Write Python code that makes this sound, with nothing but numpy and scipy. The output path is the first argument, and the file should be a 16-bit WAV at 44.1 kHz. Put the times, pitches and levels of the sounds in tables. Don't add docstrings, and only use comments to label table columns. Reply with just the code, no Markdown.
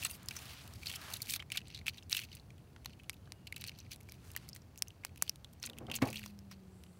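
import sys
import numpy as np
from scipy import signal
from scipy.fft import rfft, irfft, next_fast_len
from scipy.io import wavfile
from scipy.ndimage import uniform_filter1d, map_coordinates

SR = 44100
rng = np.random.default_rng(int(sys.argv[2]) if len(sys.argv) > 2 else 0)


def pcm_store(signal):
    levels = np.round(np.clip(np.atleast_2d(signal), -1, 1) * 32767)
    wavfile.write(sys.argv[1], SR, levels.astype(np.int16).T)


def nominal_scale(level):
    x = np.asarray(level, float) / 20
    return 10 ** x


N = 308259

THIN_BODY_DB = -20.5
BURST_T60 = 0.003


def unit(x):
    return x / np.sqrt(np.mean(x ** 2) + 1e-20)


def peak_unit(rows):
    return rows / np.abs(rows).max(axis=1, keepdims=True)


def curves(rows):
    s, *columns = np.transpose(rows)
    return [np.interp(np.arange(N) / SR, s, column) for column in columns]


def wobble(rate):
    knots = rng.standard_normal(int(N * rate / SR) + 4)
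    return map_coordinates(knots, [np.arange(N) * rate / SR])


def filtered(x, response):
    m = next_fast_len(x.shape[-1] + 4096)
    spectrum = rfft(x, m) * response(np.fft.rfftfreq(m, 1 / SR))
    return irfft(spectrum, m)[..., :x.shape[-1]]


def peak(f, hz, width_hz):
    return 1j * f * width_hz / (hz * hz - f * f + 1j * f * width_hz)


def above(f, hz):
    return (1j * f / (hz + 1j * f)) ** 3


def white():
    return rng.standard_normal(N)


def noise(spectrum):
    f, db = np.transpose(spectrum)
    return unit(filtered(white(), lambda hz: nominal_scale(np.interp(np.log(hz + 1), np.log(f), db))))


def whistle(hz):
    return np.sin(2 * np.pi * np.cumsum(hz) / SR)


def place(times, rows):
    start = np.round(np.asarray(times) * SR).astype(int)
    at = start[:, None] + np.arange(rows.shape[1])
    return np.bincount(at.ravel(), rows.ravel(), N + SR)[:N]


def strokes(table, rise, fall):
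    s, hold, db = np.transpose(table)[:3, :, None]
    t = np.arange(N) / SR
    return nominal_scale(db - rise * np.maximum(s - t, 0) - fall * np.maximum(t - s - hold, 0))


def flips(rate, spread_db, t60):
    hits = rng.random(N) < rate / SR
    sizes = nominal_scale(spread_db * np.minimum(rng.exponential(size=N), 3)) * hits
    decay = nominal_scale(-60 * np.arange(900) / SR / t60)
    swell = signal.fftconvolve(sizes, decay)[:N] + 0.07
    return swell / np.sqrt(np.abs(uniform_filter1d(swell ** 2, size=SR // 20)))


def rings(table, rise_s, beat):
    s, hz, db, t60 = np.transpose(table)[:, :, None]
    t = np.arange(SR // 4) / SR
    twin = np.sin(2 * np.pi * hz * 1.012 * t)
    pair = np.sin(2 * np.pi * hz * t) + beat * twin
    return place(s[:, 0], nominal_scale(db - 60 * t / t60) * pair * (1 - np.exp(-t / rise_s)))


def still_air():
    # f/Hz, level/dB per Hz
    hush = [(180, -36), (300, -5.5), (730, -11.5), (1450, -17), (3000, -25), (6000, -27), (10000, -30),
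            (16000, -30)]
    return nominal_scale(-69.0 + 0.12 * wobble(0.22)) * noise(hush)


def far_traffic():
    # f/Hz, level/dB per Hz
    hum = [(15, -65), (25, -50), (40, -12.5), (86, 1), (151, -6.5), (179, -9), (406, -23.5), (467, -27),
           (522, -32), (700, -29.5), (910, -35), (1540, -120)]
    # t/s, level/dB
    road = [
        (0, -56.5),
        (.5, -57),
        (4.55, -58.5),
        (4.75, -60),
        (5.6, -60.5),
        (5.9, -55),
        (6.3, -58.5),
        (6.99, -61),
    ]
    level_db, = curves(road)
    return nominal_scale(level_db + 2.5 + 0.89 * wobble(8.1)) * noise(hum)


def drone():
    # t/s, f/Hz, fundamental level/dB, octave level/dB
    engine = [
        (5.6, 236.7, -62, -74),
        (6.0, 221.5, -53, -75),
        (6.3, 204, -53.5, -94),
        (6.65, 187.8, -56, -67.5),
        (6.99, 178.7, -58, -75.5),
    ]
    hz, first_db, second_db = curves(engine)
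    turn = 2 * np.pi * np.cumsum(hz * (1 + 0.0016 * wobble(32))) / SR
    fade = np.clip((np.arange(N) / SR - engine[0][0]) / 0.052, 0, 1)
    return fade * (nominal_scale(first_db + wobble(24.0)) * np.sin(turn) + nominal_scale(second_db) * np.sin(2 * turn))


def insects():
    # t/s, thin level/dB, wide level/dB
    hiss = [
        (0, -95, -100),
        (2.2, -90, -100),
        (2.4, -87.5, -100),
        (3.9, -89.5, -100),
        (4.7, -106, -100),
        (6.55, -100, -100),
        (6.75, -100, -76.5),
        (6.99, -100, -78),
    ]
    thin_db, wide_db = curves(hiss)
    thin = unit(filtered(white(), lambda f: peak(f, 9800, 700) ** 2))
    wide_bands = lambda f: peak(f, 7600, 500) - 0.72 * peak(f, 9000, 900) + 0.5 * peak(f, 10800, 900)
    wide = unit(filtered(white(), wide_bands))
    return nominal_scale(thin_db) * thin + nominal_scale(wide_db) * wide


def bird():
    # t/s, f/Hz, level/dB
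    call = [
        (3.15, 2950, -95),
        (3.18, 2980, -79),
        (3.245, 3140, -79),
        (3.26, 3050, -80),
        (3.3, 2950, -79),
        (3.36, 2840, -75),
        (3.45, 2860, -78),
        (3.54, 2760, -80),
        (3.58, 2740, -92),
    ]
    hz, db = curves(call)
    return nominal_scale(db - 1.5 + 3 * wobble(70)) * whistle(hz * (1 + 0.009 * wobble(120)))


def shoes():
    # f/Hz, level/dB per Hz
    ground = [(240, -34), (400, 1), (700, 5.5), (1500, 4), (3000, 1.5), (5000, 0.5), (8000, -5),
              (16000, -4)]
    sole_hz = [700, 1400, 3200, 8000]
    # t/s, hold/s, level/dB
    steps = [
        (0, 0.011, -55.5),
        (.41, 0.11, -58.5),
        (.63, 0.027, -63),
        (1.05, 0.087, -55),
        (4.28, 0.14, -68.5),
    ]
    grit = 0
    for hz in sole_hz:
        grit = grit + nominal_scale(3.5 * wobble(18)) * filtered(noise(ground), lambda f: peak(f, hz, 0.7 * hz))
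    scuff = strokes(steps, rise=79, fall=94).sum(axis=0) * nominal_scale(4) * unit(grit)
    return scuff * (0.72 + 0.28 * flips(rate=400, spread_db=4, t60=0.012))


def door_rattle():
    # f/Hz, width/Hz, level/dB
    skin = [(120, 38, 11), (264, 100, 0), (390, 690, -5), (503, 26, 1), (765, 230, -4.5), (1096, 63, -4),
            (1890, 1300, -8)]
    # t/s, level/dB, hardness/Hz, t60/s
    thuds = [
        (5.68, -47, 602, 0.97),
        (5.801, -41.5, 600, 0.26),
        (5.879, -40, 890, 0.28),
        (6.019, -22, 990, 0.12),
        (6.058, -34, 800, 0.19),
    ]
    s, db, hard_hz, t60 = np.transpose(thuds)[:, :, None]
    t = np.arange(SR // 3) / SR
    shake = rng.standard_normal((len(s), len(t))) * nominal_scale(-60 * t / t60) * (1 - np.exp(-t / 0.0038))

    def panel(f):
        modes = sum(nominal_scale(g) * peak(f, hz, w) for hz, w, g in skin)
        return above(f, 56) * modes / (1 + 1j * f / hard_hz) ** 2

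    return place(s[:, 0], nominal_scale(db) * peak_unit(filtered(shake, panel)))


def door_slam():
    # t/s, f/Hz, level/dB, t60/s
    modes = [
        (6.0165, 1980, -38, 0.032),
        (6.018, 1072, -29, 0.036),
        (6.02, 503, -34, 0.08),
        (6.0208, 264, -14, 0.046),
        (6.0359, 264, -18, 0.028),
        (6.0433, 264, -27, 0.034),
        (6.043, 150, -24, 0.034),
    ]
    return rings(modes, rise_s=1 / np.transpose(modes)[1][:, None], beat=0)


def keys():
    # t/s, f/Hz, level/dB, t60/s
    touches = [(.025, 2700, -32, 0.03), (0.06, 9510, -45, 0.06), (0.061, 6330, -41, 0.02),
               (.086, 6330, -47, 0.03), (0.1, 2700, -44, 0.07), (.099, 9510, -42, 0.09),
               (.107, 12200, -43, 0.05), (0.133, 4740, -41, 0.02), (0.162, 12200, -57, 0.05),
               (.047, 7830, -24, 0.028), (0.361, 6060, -44, 0.04), (0.362, 15000, -45, 0.03),
               (.368, 12200, -46, .02)]
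    return rings(touches, rise_s=0.0018, beat=0.26)


def crackle():
    # f/Hz, width/Hz, level/dB
    sheet = [(2620, 1440, 3), (4400, 1200, 2), (6000, 870, -3.5)]
    # t/s, hold/s, level/dB, treble over it/dB
    squeezes = [(0.025, 0.04, -44.5, 0), (0.861, 0.1, -52, 0), (1.103, 0.066, -53, 0.5),
                (1.287, 0.075, -46, 2), (1.516, 0.076, -53, -11), (1.871, 0.021, -42.5, -7.5),
                (1.935, 0.06, -61, -10), (2.11, 0.049, -47, 1), (2.169, 0.016, -40, -9),
                (2.18, 0.067, -53, -4.5), (2.854, 0.076, -69, -16), (3.667, 0.029, -49.5, -9),
                (3.913, 0.02, -48, -6), (4.37, 0.049, -70, -17), (4.548, 0.024, -64, 0),
                (5.053, 0.015, -59.5, -4), (5.626, 0.042, -52.5, -5), (5.939, 0.033, -49, -5),
                (6.015, 0.098, -54.5, -5), (6.131, 0.065, -58, -1), (6.511, 0.025, -59.5, -8.5)]
    # t/s, hold/s, level/dB, treble over it/dB
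    slides = [(0.1, 0.049, -57, 4.5), (0.308, 0.23, -60, 0), (0.636, 0.13, -72, 3), (0.828, 0.033, -58, -3),
              (0.99, 0.094, -61.5, -20), (1.218, 0.065, -64, -1), (1.667, 0.13, -62.5, -19),
              (2.311, 0.064, -61, -11), (3.612, 0.011, -54, -9), (3.748, 0.11, -68.5, -17),
              (4.099, 0.051, -67.5, -4), (5.221, 0.072, -64, -3), (6.218, 0.078, -61.5, -3)]
    rest_db, rest_treble_db = -78, -88
    grip = np.vstack([strokes(squeezes, rise=2600, fall=1500), strokes(slides, rise=490, fall=720)])
    bright = nominal_scale([row[-1] for table in (squeezes, slides) for row in table])
    common = flips(rate=260, spread_db=3.5, t60=0.009)
    body = 0
    for hz, width_hz, db in sheet:
        own = flips(rate=260, spread_db=3.5, t60=0.014)
        sputter = (common + own) * white()
        body = body + nominal_scale(db) * filtered(sputter, lambda f: peak(f, hz, width_hz) ** 2)
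    treble = filtered((common + 0.82) * white(), lambda f: above(f, 4000) * peak(f, 8500, 15000))
    body_gain = grip.sum(axis=0) + nominal_scale(rest_db)
    treble_gain = bright @ grip + nominal_scale(rest_treble_db)
    return body_gain * unit(body) + treble_gain * unit(treble)


def snaps(rows):
    s, db, hz, treble_db, low_db, t60 = np.transpose(rows)[:, :, None]
    t = np.arange(2048) / SR
    sputter = np.minimum(t60 / 0.0073, 0.3) ** 0.5 * 0.5
    burst = sputter * rng.standard_normal((len(s), len(t))) * nominal_scale(-60 * t / np.clip(t60, 0.001, 0.05))
    burst[:, 0] = np.sign(burst[:, 0])
    broad = 0.06 + 0.4 * (BURST_T60 / t60) ** 1.5
    fold = lambda f: (peak(f, hz, 0.12 * hz) + broad) * peak(f, np.maximum(hz, 3326), 7600) ** 2
    ring = peak_unit(filtered(burst, fold))
    shorter = burst * nominal_scale(-60 * t / t60 / 1.6)
    treble = peak_unit(filtered(shorter, lambda f: peak(f, 11300, 17000) ** 2))
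    low = peak_unit(filtered(burst, lambda f: peak(f, 1430, 2820) ** 2))
    snap = nominal_scale(1.0) * ring - nominal_scale(treble_db - 13.0) * treble - nominal_scale(low_db - 5.0) * low
    return place(s[:, 0], nominal_scale(db) * snap)


def chatter():
    # t/s, peak level/dB, ring f/Hz, treble/dB
    early = [(0.0276, -44, 2860, 11), (0.0498, -28.5, 2730, 20.5), (0.112, -51, 2780, 35),
             (0.6768, -48, 2860, 19), (0.7569, -51, 4600, 17), (0.8321, -41, 2300, 1),
             (0.8585, -36, 3900, 2), (0.8712, -52, 4370, -14), (0.8956, -36, 3170, 7),
             (0.899, -39, 2800, 15), (0.903, -39, 3060, 0), (0.938, -40, 2350, 8), (0.957, -38.5, 5200, 17),
             (1.1362, -37.5, 4200, 20), (1.1696, -53, 4480, 34), (1.2038, -43, 2290, 4),
             (1.228, -50, 3770, 32), (1.2598, -44, 4100, 18), (1.271, -43, 2420, 17),
             (1.3044, -42, 5040, 29), (1.3158, -54, 3570, 38), (1.323, -41, 3620, 24),
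             (1.3368, -33, 2360, 23), (1.3611, -37.5, 4300, 29.5), (1.3946, -41, 2250, -5),
             (1.4224, -50, 2540, 10), (1.5245, -35.5, 2610, 14), (1.5473, -40, 2330, -4),
             (1.561, -42, 2730, 20), (1.5756, -27.5, 2960, -1), (1.578, -50, 3250, 2),
             (1.6049, -51, 2390, -2), (1.724, -51, 2710, -7), (1.7612, -42, 3740, -17),
             (1.7693, -48, 3960, -4), (1.8954, -41, 4100, -3), (1.9346, -58, 2690, 8),
             (1.974, -48, 2710, 14), (2.0315, -53, 5340, 4), (2.1488, -28.5, 2680, -8),
             (2.1696, -30, 2730, -6), (2.1995, -41, 2390, 21), (2.2064, -47, 2910, 8),
             (2.358, -62, 4260, 32), (2.3977, -49.5, 4100, -6.5), (2.581, -57.5, 2880, 9),
             (2.9342, -51.5, 2970, -21), (2.992, -61, 2890, 12), (3.0419, -56, 2890, -16)]
    # t/s, peak level/dB, ring f/Hz, treble/dB
    late = [(3.1002, -42.5, 5030, 5), (3.1414, -57, 3660, 21), (3.4736, -40.5, 4200, 5),
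            (3.5426, -50, 2690, -5), (3.5624, -42, 3930, 21), (3.5796, -48, 2560, 18),
            (3.6465, -40, 4300, -7), (3.651, -45, 2520, -14), (3.653, -56, 4590, -16),
            (3.6667, -57, 2800, 30), (3.6923, -45, 3750, -19), (3.717, -49.5, 2420, -14),
            (3.864, -53.5, 2330, -6), (4.0058, -56, 2200, 22), (4.0316, -61, 5560, 24),
            (4.095, -47.5, 5600, 2), (4.3355, -62, 4030, 31), (4.4812, -58, 2100, 18),
            (4.496, -51, 4930, 18), (4.546, -54, 5860, -7), (4.619, -56, 5260, 1), (4.873, -52, 2760, -11),
            (5.093, -56, 2320, -17), (5.1746, -52.5, 2590, 20), (5.2146, -52, 2820, -16),
            (5.5305, -63, 3400, 27), (5.599, -57, 6180, 14), (5.6525, -38, 6160, -5),
            (5.6727, -44, 2840, -8), (5.691, -48, 2580, 5), (5.7693, -54, 2560, -12),
            (5.7776, -50, 2280, 7), (5.8996, -38.5, 2800, -17), (5.9412, -33.5, 3200, 2),
            (5.9539, -34, 2780, 23), (5.957, -50, 7000, 25), (6.074, -40, 2540, 16),
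            (6.0796, -52, 2630, 26), (6.143, -38, 2780, -6), (6.1668, -35, 3280, -16),
            (6.1716, -36.5, 4500, -13), (6.1806, -40.5, 2540, 9), (6.194, -40, 2370, 13),
            (6.231, -43, 2700, -1.5), (6.864, -58, 2840, -11)]
    # t/s, peak level/dB, ring f/Hz, treble/dB
    further = [(0.885, -39, 3000, 0), (1.0153, -48, 4000, 22), (1.2538, -49, 4100, 18),
               (1.308, -39, 3000, 28), (1.349, -41, 4300, 12), (1.672, -48, 3950, -2), (1.711, -52, 3930, 1),
               (1.79, -44, 4100, 0), (2.217, -39, 2720, 5), (2.2361, -40.5, 2620, 8),
               (2.317, -47.5, 2900, 1), (2.329, -44.5, 4200, 4), (3.167, -58.5, 3640, 5),
               (3.256, -61, 3900, -5), (3.618, -41, 4000, 5), (3.675, -49, 4200, 32), (3.682, -39, 4300, 0),
               (3.9326, -46, 3870, 22), (3.945, -54, 3940, 22), (6.055, -49, 5500, 22),
               (.231, -57, 6300, 26), (1.86, -45, 2600, 8), (2.847, -45.5, 2760, 12), (3.778, -67, 4000, 28)]
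    t60 = 0.018
    rows = [(*row, THIN_BODY_DB, t60) for table in (early, late, further) for row in table]
    return nominal_scale(0.5) * snaps(rows)


def folds():
    # t/s, peak level/dB, ring f/Hz, treble/dB
    cracks = [(1.6823, -43, 7800, 8), (1.8672, -24.5, 2620, -5), (2.1282, -13, 3890, -66),
              (3.9168, -33.5, 5800, 6), (3.961, -48.5, 2320, 25), (4.0105, -49, 2700, 20),
              (4.1214, -39.5, 2400, 21.5), (4.3037, -44.5, 2900, -5), (4.5501, -58, 2500, 39.5),
              (4.5626, -33.5, 2080, -26), (4.759, -44, 2600, -17), (4.7768, -47, 2680, 28),
              (4.8829, -39, 6200, 14), (5.16, -45, 2400, 13), (5.295, -18.5, 5600, 4),
              (5.3587, -43.5, 4230, 13.5), (5.535, -52, 1700, 24.5), (6.1715, -54, 4460, -17),
              (6.239, -35, 2150, -21), (6.3901, -44.5, 5200, 13), (6.8375, -42.5, 3730, 9)]
    # t/s, peak level/dB, ring f/Hz, treble/dB
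    ticks = [(.2594, -46.5, 6400, 19), (.286, -28, 4470, 14.5), (.737, -48, 5430, 21),
             (.915, -34, 3240, -11), (1.1391, -32.5, 3940, 24), (1.3388, -27, 3580, 15),
             (1.5022, -40, 2370, 0), (1.5195, -26, 2720, 12), (1.703, -44, 2880, -14),
             (1.776, -39.5, 3860, -19), (1.881, -18.5, 2410, -26), (2.0257, -46.5, 2730, 1),
             (2.097, -43, 3620, 25), (2.1913, -32.5, 2500, -2), (2.3517, -51, 4100, 29),
             (2.5044, -47.5, 2400, -20), (3.035, -53, 2700, 17), (3.5249, -30.5, 2170, 8),
             (3.6117, -48, 2980, 30), (3.8022, -42, 5800, -10), (4.3162, -53, 4930, 31),
             (4.4895, -40.5, 4900, 19), (4.5312, -39, 5030, -18), (4.7841, -43, 6400, -4),
             (4.7894, -46, 7000, 16), (4.905, -45.5, 2800, -13), (5.178, -55, 2820, 24),
             (5.2788, -38, 3060, -6), (5.733, -45, 2920, -20), (5.7856, -39, 2720, 17.5),
             (5.8677, -47.5, 3130, -25), (6.0872, -38, 2360, -14), (6.1031, -39.5, 5370, 20.5)]
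    # t/s, peak level/dB, ring f/Hz, treble/dB
    sputters = [(.3093, -36, 2420, 11), (.8695, -26.5, 4450, -26), (.96, -40.5, 3130, 24),
                (1.164, -37, 3800, -19), (1.2188, -33, 4420, 21), (1.297, -33.5, 4360, 19.5),
                (1.5725, -24.5, 3900, 10.5), (1.7465, -37.5, 4000, -20), (1.9814, -42.5, 3540, -14),
                (2.1185, -29.5, 2770, 13.5), (2.1472, -36, 2770, -9), (2.9974, -47.5, 2550, -28),
                (3.1306, -51, 2600, 15), (3.4704, -40, 2700, 8), (3.5645, -40.5, 2700, 12),
                (3.788, -44.5, 4180, 14.5), (5.6616, -38.5, 6000, 24), (5.915, -28.5, 2750, 5),
                (5.9423, -51, 3060, -17), (5.9606, -32, 6500, 18), (6.1289, -36.5, 2500, 17),
                (6.158, -32, 2820, 5.5)]
    # t/s, peak level/dB, ring f/Hz, treble/dB, body/dB
    pops = [(1.4246, -38.5, 2300, -24, 3), (1.616, -45, 2650, -22, -11), (1.8134, -48.5, 2295, -21, 3.5),
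            (2.7628, -56, 1500, -18, 19.5), (2.8586, -34.5, 4000, 17.5, 3), (2.896, -48.5, 2560, -20, 2),
            (3.2747, -54.5, 1700, -17, 11.5), (4.0887, -47, 2370, 16, 3), (4.3512, -41, 2840, -13, -1),
            (4.364, -29, 1910, 18.5, -8), (4.374, -39.5, 3000, 21, -5), (5.4456, -38.5, 3530, 4, -8),
            (5.673, -40, 2920, -15, 3), (5.6982, -38, 3380, 12, -3), (5.899, -41, 2720, -1, -3),
            (5.9869, -51.5, 4500, 5, 16), (6.2178, -52, 3100, -8, 11), (6.261, -42, 5470, 22, 6.5)]
    # t/s, peak level/dB, ring f/Hz, treble/dB, body/dB
    crunches = [(.0499, -33, 4030, 2, 3.5), (.3658, -37.5, 5940, 15, 0.5), (.938, -39, 2960, -18, -3),
                (1.361, -37.5, 3850, 10, 0.5), (1.4003, -36.5, 3130, -24, -3.5),
                (1.555, -38.5, 2550, 8, 2.5), (2.167, -29.5, 3300, 17, -40), (5.036, -45, 2360, -23, -2),
                (5.6373, -33.5, 4260, -2, -4), (6.0208, -28, 1970, 4, -25), (6.5126, -49, 5550, 18.5, 8)]
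    # t/s, peak level/dB, ring f/Hz, treble/dB, body/dB
    bursts = [
        (3.0962, -23, 2220, 9, -6),
        (3.3212, -32, 5270, 11, 1),
        (5.0496, -25.5, 5300, 17, 0.5),
        (3.6407, -26, 2470, 2, -28),
        (4.8225, -16.5, 5100, 14.5, -8.5),
        (5.2238, -20, 4930, 26.5, 2),
        (5.629, -29, 5470, 8, -8),
    ]
    thin_kinds = [(cracks, 0.004), (ticks, 0.011), (sputters, 0.031)]
    thick_kinds = [(pops, 0.014), (crunches, 0.048), (bursts, BURST_T60)]
    thin = [(*row, THIN_BODY_DB, t60) for kind, t60 in thin_kinds for row in kind]
    thick = [(*row, t60) for kind, t60 in thick_kinds for row in kind]
    return snaps(sorted(thin + thick))


def yard(x):
    # delay t/s, level/dB
    panel = [
        (.0025, -22),
        (.0066, -35),
    ]
    t = np.arange(SR // 8) / SR
    answer = nominal_scale(-57 - 60 * t / 0.09) * rng.standard_normal(len(t))
    answer[0] = 1
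    for s, db in panel:
        smear = nominal_scale(db - 7 - np.arange(60) / 3) * rng.standard_normal(60)
        answer[round(s * SR):][:60] += smear
    return signal.fftconvolve(x, answer)[:N]


def scene():
    background = still_air() + far_traffic() + drone() + insects() + bird()
    door = door_rattle() + door_slam()
    wrapper = nominal_scale(-1.5) * crackle() + chatter() + folds()
    return (background + shoes() + yard(door + keys() + wrapper))[None]


def top_cut(x):
    return signal.sosfilt(signal.butter(12, 17100, fs=SR, output="sos"), x)


def record(dry):
    edge = lambda f: above(f, 22) * (0.04 * (f < 16900) + 0.96 / (1 + (f / 15850) ** 240))
    return top_cut(filtered(dry, edge))


dry = scene()
out = record(dry)
pcm_store(out)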